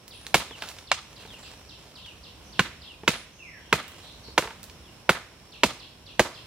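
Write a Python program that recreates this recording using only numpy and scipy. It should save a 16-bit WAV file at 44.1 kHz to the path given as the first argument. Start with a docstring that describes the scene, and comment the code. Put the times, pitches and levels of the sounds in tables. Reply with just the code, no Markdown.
"""Chopping green bamboo

A long-handled steel blade is driven nine times into green bamboo poles on bare earth, close by on the right.
Each chop layers crack, noise splinters, damped pole and blade modes and a ground thump; echo tails answer it.
Between chops poles tap and ring, and dry leaves rustle in enveloped noise grains.
Gliding whistles and narrow-band noise make the birds; shaped noise makes the open air. The peaks can clip."""
import sys
import numpy as np
from scipy import signal
from scipy.fft import rfft, irfft
from scipy.io import wavfile
from scipy.ndimage import uniform_filter1d

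SR = 44100
rng = np.random.default_rng(int(sys.argv[2]) if len(sys.argv) > 2 else 0)


def int16_out(signal):
    """Quantize to a 16-bit WAV file."""
    q = np.round(np.clip(np.atleast_2d(signal).T, -1, 1) * 32767)
    wavfile.write(sys.argv[1], SR, q.astype(np.int16))


N = 284886

# Band centres of a chop: (frequency [Hz])
CHOP_BANDS = [150, 450, 950, 1500, 2600, 5000, 11000]
# Chops: (time [s], seven band levels before the chop trim [dB], pole pitch [factor], thump pitch [Hz],
# splintering [dB], send into the yard [dB])
CHOPS = [ (0.3433, -31.5, -27, -24, -26.5, -22, -28, -31.5, 0.98, 197, 9.5, -0.56),
         (0.9167, -53, -44.5, -27, -30.5, -25.5, -30.5, -46.5, 1.01, 150, 2, -2.7),
         (2.5939, -27.5, -33.5, -31.5, -23, -24, -34, -41.5, 1.03, 170, 1.5, -1.2),
         (3.0787, -32.5, -28, -30.5, -25, -22.5, -30, -37.5, 0.93, 182, -3, 0),
         (3.728, -30.5, -27, -26, -22.5, -23.5, -33.5, -38.5, 0.91, 151, -3.5, -0.36),
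         (4.379, -38.5, -26, -24.5, -25, -26, -31.5, -36.5, 1.03, 132, 7, -0.66),
         (5.0934, -31, -25.5, -25, -20.5, -25, -33, -36.5, .95, 182, 5, -1.6),
         (5.6346, -27, -25.5, -24, -27, -21.5, -28, -35.5, 0.96, 237, 3, -2.2),
         (6.195, -29, -21.5, -23.5, -24, -26.5, -30, -37, 1.09, 158, 11.5, -0.36)]
# Hollow pole modes before the pitch factor: (frequency [Hz], relative level [dB], T60 [s])
POLE_MODES = [(240, -4, 0.059), (510, 6.5, 0.052), (789, 2, 0.034), (997, 5.5, 0.045), (1426, -0.5, 0.028),
              (2222, -5, 0.025), (2735, -12.5, 0.056)]
# Steel blade modes: (frequency [Hz], relative level [dB], T60 [s])
BLADE_MODES = [(3960, -4, 0.16), (4970, 4, 0.28), (6630, -11, 0.2), (7100, -13, .16), (9600, -15, .12),
               (9910, -14, .12)]
# Splitting fibres, a row per chop band: (level before each chop's splintering [dB], T60 [s])
SPLINTERS = [(-4, 0.093), (1, 0.055), (0, 0.032), (-8, 0.042), (-12.5, 0.1), (17, 0.057), (38, 0.04)]
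# Band centres of a knock: (frequency [Hz])
KNOCK_BANDS = [450, 1300, 3800, 10000]
# Pole taps and snaps: (time [s], peak band level before the knock trim [dB], strongest frequency [Hz])
# A low strongest frequency gives a soft bump, a high one a dry snap.
KNOCKS = [(0.08, -49.5, 8000), (0.267, -42, 4500), (0.51, -44.5, 704), (0.623, -35.5, 2100),
          (0.638, -43, 1600), (0.688, -43.5, 5800), (0.787, -48.5, 3200), (1.234, -59, 1200),
          (1.252, -47, 650), (2.062, -55.5, 3800), (3.035, -44, 520), (3.88, -50.5, 11000),
          (4.285, -47.5, 350), (4.425, -37.5, 850), (4.455, -45, 500), (4.475, -41.5, 1000),
          (4.507, -47, 1400), (4.631, -49, 10000), (4.641, -49.5, 7500), (4.698, -54.5, 3600)]
KNOCK_BELOW_DB, KNOCK_ABOVE_DB = 7, 8.5  # fall per octave below and above the strongest frequency

# Colours of near scatter, fence echo and far woods: (frequency [Hz], level [dB])
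SCATTER = [(100, -5.5), (500, -17), (1200, -12.5), (2600, -11), (5000, -5.5), (11000, -3.5), (15000, -6)]
FENCE = [(100, -19.5), (500, -20), (1200, -16.5), (2600, -18), (5000, -16), (11000, -29.5)]
WOODS = [(100, -35), (600, -32), (1200, -29.5), (2600, -23), (5000, -25), (11000, -28)]
# Their decays: (frequency [Hz], T60 [s])
SCATTER_T60 = [(100, 0.33), (600, 0.16), (2500, 0.23), (6000, 0.32), (12000, 0.26)]
FENCE_T60 = [(100, 0.11), (600, 0.21), (2500, 0.16), (6000, 0.26), (12000, .3)]
WOODS_T60 = [(500, 0.46), (6000, 0.66)]
# Left-right likeness of reflections, then of the air: (frequency [Hz], likeness [-1 to 1])
YARD_SAME = [(100, 1), (640, 0.97), (1400, 0.78), (3100, 0.16), (6800, 0)]
AIR_SAME = [(60, 1), (290, 0.84), (640, 0.67), (1400, 0.52), (3100, -0.037), (6800, -0.26), (15000, 0.38)]
# Shading of the work on the right: (frequency [Hz], left minus right [dB])
SHADE = [(100, -1.8), (1000, -.8), (2400, -3), (4400, -3.8), (8000, -5.5), (15000, -8)]
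LAG = 1.8  # left port behind right [samples]

# Whistle shapes: (length [s], top_hz before pitch factor [Hz], floor_hz before pitch factor [Hz],
# glide_s time constant [s], crest [share of length])
CHIP = dict(length=0.05, top_hz=5540, floor_hz=2210, glide_s=0.02, crest=0.11)
SLUR = dict(length=0.13, top_hz=4500, floor_hz=1400, glide_s=0.11, crest=0.55)
WHISTLE = dict(length=.24, top_hz=2980, floor_hz=940, glide_s=.185, crest=0.07)
# Their calls: (time [s], level before the trees [dB], pitch [factor])
CHIPS = [(0.103, -39.5, 0.96), (0.601, -41, 0.94), (.868, -39.5, 0.93), (1.157, -42, 0.98),
         (1.424, -40.5, 0.89), (1.686, -40.5, 1), (1.95, -39.5, 0.99), (2.23, -40.5, 1), (2.522, -41, 0.97),
         (2.811, -40.5, 1), (5.518, -40.5, 0.89), (5.794, -39, 0.99), (6.059, -40, 0.93),
         (6.34, -39.5, 0.99)]
SLURS = [(.468, -47, 1), (1.257, -47.5, 1), (1.999, -46, 1), (2.825, -47.5, 1), (4.804, -58, 1)]
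WHISTLES = [(3.383, -42, 0.98)]
# Calls blurred by the trees, the 9.7 kHz row being the high trill once more: (time [s], length [s], pitch [Hz],
# width [Hz], level [dB])
FAR_CALLS = [(1.386, 0.16, 7550, 700, -57.5), (1.44, 0.11, 4750, 900, -53), (2.438, 0.13, 5900, 595, -58.5),
             (3.127, 0.14, 9700, 650, -54), (3.319, 0.23, 6180, 700, -61), (3.58, 0.69, 3064, 600, -54.5),
             (4.02, 0.23, 3830, 896, -50), (4.232, .14, 4330, 700, -49)]
# Thin, very high trill: (s start [s], length [s], rate [notes/s], hz pitch [Hz],
# sweep_hz fall over two thirds of a note [Hz], db level before the trees [dB])
TRILL = dict(s=.134, length=.122, rate=55, hz=9700, sweep_hz=600, db=-52)
# Distant twitter: a phrase rises and falls in pitch, while its level wanders on its own.
PHRASE_S, PHRASE_TOP_S = .505, .125  # repeat time and first crest
TWITTER_HZ, TWITTER_SWING_HZ, TWITTER_WANDER_HZ = 5480, 150, 40
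TWITTER_DB, TWITTER_WANDER_DB = -63.5, 2

# Feet and poles shifting over dry leaves and grit: (time [s], length [s], level [dB])
SHUFFLES = [(0, 0.58, -58.5), (0.51, 0.37, -47.5), (1.071, 0.41, -51.5), (1.36, 0.32, -53),
            (1.578, 0.75, -60.5), (3.76, 0.6, -57), (4.25, 0.66, -61), (5.308, 0.34, -62)]
SHUFFLE_RISE, SHUFFLE_FALL = 0.32, 0.58  # shares of a shuffle's length
LEAVES_DB = -67.5  # the leaf litter between shuffles
# Colour of the open air: (frequency [Hz], relative density [dB per Hz])
AIR = [(25, -24), (45, 0.5), (70, 1.5), (120, -3), (250, -8), (600, -12.5), (880, -16), (1010, -11.5),
       (1200, -18), (1900, -20.5), (2900, -16.5), (6500, -26), (11000, -30), (16000, -40)]
AIR_DB = -51
EDGE_HZ = 15900  # upper band limit

# Clock of one blow, with room for what comes before contact
LEAD = 512  # samples before contact
AGE = (np.arange(8192) - LEAD) / SR  # seconds since contact
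BLOW_SAMPLES = .03 * SR  # span that the levels of a blow refer to


def amp(db):
    """Decibels to gain."""
    return 10 ** (np.asarray(db) / 20)


def evened(x):
    """Scales to rms 1."""
    return x / np.sqrt(np.mean(x ** 2) + 1e-20)


def unit(x):
    """Scales to energy 1."""
    return x / (np.linalg.norm(x) + 1e-12)


def read(points, hz):
    """Reads a curve on a log-frequency axis."""
    f, value = np.transpose(points)
    return np.interp(np.log(hz + 1), np.log(f), value)


def add(mix, s, sound):
    """Mixes a sound in at time s, in place."""
    part = mix[max(round(s * SR), 0):][:len(sound)]
    part += sound[:len(part)]


def freqs(x):
    """The frequencies of a sound's spectrum."""
    return np.fft.rfftfreq(x.shape[-1], 1 / SR)


def shaped(x, gain):
    """Filters by a gain for each frequency."""
    return irfft(rfft(x) * gain, x.shape[-1])


def band(x, centres, index):
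    """One of a set of overlapping bands that sum to the whole sound."""
    weights = np.eye(len(centres))[index]
    return shaped(x, read(list(zip(centres, weights)), freqs(x)))


def diffuse(pair, likeness):
    """Blends two unrelated signals to the left-right likeness of sound from all sides."""
    same = np.clip(read(likeness, freqs(pair)), -1, 1)
    right = shaped(pair[0], same) + shaped(pair[1], np.sqrt(1 - same ** 2))
    return np.array([pair[0], right])


def wander(slow, fast):
    """Slow chance of rms 1, summed from sines between two rates [Hz]."""
    t = np.arange(N) / SR
    rates = np.geomspace(slow, fast, 20)
    return evened(sum(np.sin(2 * np.pi * (f * t + rng.random())) / np.sqrt(f) for f in rates))


def tail(colour, t60s, delay, rise, clump_db=0):
    """Scattered reflections arrive in clumps after a delay and die band by band; colour sets their energy."""
    taps, clumps = rng.standard_normal((2, SR)), rng.standard_normal(SR)
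    clumps = evened(uniform_filter1d(clumps, int(0.0046 * SR)))
    size = evened(amp(clump_db * np.clip(clumps, -2, 2)))
    hz, t, z = signal.stft(taps * size, SR, nperseg=256)
    swell = np.clip((t - delay) / rise, 0, 1)
    fade = swell * amp(-60 * np.maximum(t - delay - rise, 0) / read(t60s, hz)[:, None])
    # Equal energy in every band before colouring
    fade /= np.sqrt((fade ** 2).mean(1, keepdims=True) * SR)
    coloured = z * fade * amp(read(colour, hz))[:, None]
    return diffuse(signal.istft(coloured, SR, nperseg=256)[1], YARD_SAME)


def heard(x, response):
    """Convolves a sound with a two-port response."""
    return signal.fftconvolve(x[None], response, axes=1)[:, :N]


def air(swell_db=1):
    """Open air: noise shaped into low rumble and soft hiss, swelling slowly."""
    noise = diffuse(rng.standard_normal((2, N)), AIR_SAME)
    colour = amp(read(AIR, freqs(noise)))
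    return amp(AIR_DB + swell_db * wander(0.386, 7)) * evened(shaped(noise, colour))


def rustle(per_s=550, spread_db=2.5):
    """Dry leaves crackle in grains a couple of milliseconds long that swell and fade with every shuffle."""
    struck = rng.random(N) < per_s / SR
    size = amp(spread_db * np.minimum(rng.exponential(1, N), 4)) * struck
    envelope = signal.lfilter([1], [1, -np.exp(-1 / (0.0022 * SR))], size)
    grains = envelope * rng.standard_normal(N)
    colour = [(100, -19), (500, 5.0), (1500, 0.5), (4000, -2), (9000, -8), (16000, -17.5)]
    pressure = np.full(N, amp(LEAVES_DB))
    for s, length, db in SHUFFLES:
        u = np.linspace(0, 1, int(length * SR))
        swell = np.clip(np.minimum(u / SHUFFLE_RISE, (1 - u) / SHUFFLE_FALL), 0, 1)
        add(pressure, s, amp(db) * swell)
    return evened(shaped(grains, amp(read(colour, freqs(grains))))) * pressure


def blurred(hz, width):
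    """Foliage smears a whistle into a narrow band of noise, different at each port."""
    smooth = signal.butter(2, width / 2, fs=SR, output="sos")
    a, b = signal.sosfilt(smooth, rng.standard_normal((2, 2, len(hz))))
    turn = 2 * np.pi * np.cumsum(hz) / SR
    return evened(a * np.cos(turn) + b * np.sin(turn))


def far_birds(twitter_width=420):
    """Deep in the trees: a twitter that repeats its pitch phrase, and single blurred calls."""
    phrase = np.cos(2 * np.pi * (np.arange(N) / SR - PHRASE_TOP_S) / PHRASE_S)
    pitch = TWITTER_HZ + TWITTER_SWING_HZ * phrase + TWITTER_WANDER_HZ * wander(0.37, 2.9)
    out = blurred(pitch, twitter_width) * amp(TWITTER_DB + TWITTER_WANDER_DB * wander(1, 6))
    for start, length, hz, width, db in FAR_CALLS:
        u = np.linspace(0, 1, int(length * SR))
        call = blurred(np.full(len(u), hz), width) * amp(db) * np.sin(np.pi * u ** 0.58)
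        for port, sound in zip(out, call):
            add(port, start, sound)
    return out


def dying(t60):
    """An exponential decay that starts at the moment of contact."""
    return (AGE >= 0) * amp(-60 * abs(AGE) / t60)


def ring(modes, pitch):
    """Damped sine modes struck at the moment of contact."""
    return unit(sum(amp(db) * dying(t60) * np.sin(2 * np.pi * hz * pitch * AGE) for hz, db, t60 in modes))


def crack(width):
    """A sharp push and pull of the air."""
    return unit(-AGE * np.exp(-(AGE / width) ** 2))


def fibres(clump_db):
    """A dense noise run of tiny fractures of uneven size."""
    size, click = rng.standard_normal((2, len(AGE)))
    return click * amp(clump_db * evened(uniform_filter1d(size, 24)))


def knock(row, t60=0.031, tick_db=-5, pole_db=-8):
    """Poles touch lightly: a tick and a short rattle ring the pole modes."""
    s, level_db, hz = row
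    touch = unit(fibres(3.9) * dying(t60)) + amp(tick_db) * crack(.00007)
    sound = touch + amp(pole_db) * ring(POLE_MODES, rng.uniform(.85, 0.91))
    octaves = np.log2(np.array(KNOCK_BANDS) / hz)
    levels_db = level_db - np.maximum(-KNOCK_BELOW_DB * octaves, KNOCK_ABOVE_DB * octaves)
    bands = [amp(db) * unit(band(sound, KNOCK_BANDS, k)) for k, db in enumerate(levels_db)]
    return sum(bands) * np.sqrt(BLOW_SAMPLES)


def calls(shape, rows):
    """Near-pure whistles that swell, fade and slide from a top pitch towards a floor."""
    t, out = np.arange(0, shape["length"], 1 / SR), np.zeros(N)
    fall_hz = shape["top_hz"] - shape["floor_hz"]
    hz = shape["floor_hz"] + fall_hz * np.exp(-t / shape["glide_s"])
    swell = np.interp(t / shape["length"], [0, np.clip(shape["crest"], 0, 1), 1], [0, 1, 0])
    for start, level_db, pitch in rows:
        chance = evened(uniform_filter1d(rng.standard_normal(8192 * 2), 150))[:len(t)]
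        waver = 1 + 0.0153 * chance
        tone = np.sin(2 * np.pi * np.cumsum(hz * pitch * waver) / SR)
        add(out, start, tone * amp(level_db) * np.sin(np.pi / 2 * swell))
    return out


def trill(s, length, rate, hz, sweep_hz, db):
    """A quick run of very high falling notes, with a gap after each."""
    cycle, out = np.arange(0, length, 1 / SR) * rate % 1, np.zeros(N)
    tone = np.sin(2 * np.pi * np.cumsum(hz + sweep_hz * (1 - 3 * cycle) / 2) / SR)
    add(out, s, amp(db) * tone * np.sin(np.pi * np.minimum(cycle / 0.7, 1)) ** 2)
    return out


def through_trees(song, direct_db, wet_db, t60):
    """A call comes straight, by close paths that break up its sweep, and as a long wash from the forest."""
    flat = [(1500, 0), (6000, 0)]
    paths = tail(flat, [(1500, .03), (6000, .03)], .001, .002)
    forest = tail(flat, [(1500, t60), (6000, t60)], 0.0058, 0.014)
    return amp(direct_db) * song + heard(song, amp(direct_db + 4.5) * paths + amp(wet_db) * forest)


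def birds():
    """Sharp chips and a low whistle from far off; slurred whistles and a trill from nearer; blurred far birds."""
    far = through_trees(calls(CHIP, CHIPS) + calls(WHISTLE, WHISTLES), direct_db=-10, wet_db=-2, t60=0.56)
    near = through_trees(calls(SLUR, SLURS) + trill(**TRILL), direct_db=-3, wet_db=-1.5, t60=.5)
    return far + near + far_birds()


def chop(row, snap_db=-1.5, pole_db=0, blade_db=-17, thump_delay=0.0119, thump_width=0.0049,
         thump_db=8, bite_db=-15, bite_time=0.00049):
    """The edge bites, the wall cracks and splinters, the pole rings, and a moment later it thumps the earth."""
    s, *levels_db, pitch, thump_hz, splinter_db, yard_db = row
    snap, tear, pole = crack(.00005), fibres(3.7), ring(POLE_MODES, pitch)
    # The bite swells up to the contact
    bite = fibres(0.57) * (AGE < 0) * np.exp(-abs(AGE) / bite_time)
    late = AGE - thump_delay
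    thump = -np.cos(2 * np.pi * thump_hz * late) * np.exp(-(late / thump_width) ** 2)
    out = np.zeros(len(AGE))
    for k, (db, (tear_db, t60)) in enumerate(zip(levels_db, SPLINTERS)):
        parts = [(snap, snap_db), (tear * dying(t60), tear_db + splinter_db), (bite, bite_db)]
        # Thump in the lowest band only, pole in the bands its modes reach
        if k == 0:
            parts.append((thump, thump_db))
        elif CHOP_BANDS[k] < POLE_MODES[-1][0] * np.sqrt(2):
            parts.append((pole, pole_db))
        blend = sum(amp(part_db) * unit(band(x, CHOP_BANDS, k)) for x, part_db in parts)
        out += amp(db) * unit(blend)
    # The blade follows the level of the second-highest band
    steel = amp(levels_db[-2] + blade_db) * ring(BLADE_MODES, 1)
    return (out + steel) * np.sqrt(BLOW_SAMPLES)


def spread(row, blade_db=-14):
    """A chop's send to the yard: a smooth burst at the same band levels, with the ring of the steel."""
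    s, *levels_db, pitch, thump_hz, splinter_db, yard_db = row
    burst = sum(amp(db) * unit(band(crack(.00003), CHOP_BANDS, k)) for k, db in enumerate(levels_db))
    steel = amp(levels_db[-2] + blade_db) * ring(BLADE_MODES, 1.0)
    return amp(yard_db) * (burst + steel) * np.sqrt(BLOW_SAMPLES)


def yard(x, count=3):
    """Scatter off poles and ground, fence slap and faint woods; near paths and fence cycle from chop to chop."""
    place = np.searchsorted(np.array(CHOPS)[:, 0] - .02, np.arange(N) / SR) % count
    woods, out = tail(WOODS, WOODS_T60, 0.082, 0.04), np.zeros((2, N))
    for k in range(count):
        near = tail(SCATTER, SCATTER_T60, 0.0024, 0.0021, clump_db=1.5)
        fence = tail(FENCE, FENCE_T60, 0.044, 0.021, clump_db=2.0)
        out += heard(x * (place == k), near + fence + woods)
    return out


def from_right(x):
    """The left port hears the work slightly later and duller."""
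    hz = freqs(x)
    half_shade_db = read(SHADE, hz) / 2
    left = shaped(x, amp(half_shade_db) * np.exp(-2j * np.pi * hz * LAG / SR))
    return np.array([left, shaped(x, amp(-half_shade_db))])


def scene(chop_db=0.5, knock_db=1):
    """The work close by on the right, yard, birds and air all around."""
    work = rustle()
    for row in KNOCKS:
        add(work, row[0] - LEAD / SR, amp(knock_db) * knock(row))
    outward = work.copy()
    for row in CHOPS:
        add(work, row[0] - LEAD / SR, amp(chop_db) * chop(row))
        add(outward, row[0] - LEAD / SR, spread(row))
    around = yard(outward) + birds() + air()
    # The surroundings lean slightly right
    return from_right(work) + around * amp([[-.9], [.9]])


def record(dry):
    """Peaks beyond full scale clip; then come the low cut and the band limit."""
    clipped = np.clip(dry, -1, 1)
    thinned = signal.sosfilt(signal.butter(4, 44, "highpass", fs=SR, output="sos"), clipped)
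    lowpass = signal.firwin(255, EDGE_HZ, window=("kaiser", 8), fs=SR)
    return signal.oaconvolve(thinned, lowpass[None], "same")


dry = scene()
out = record(dry)
int16_out(out)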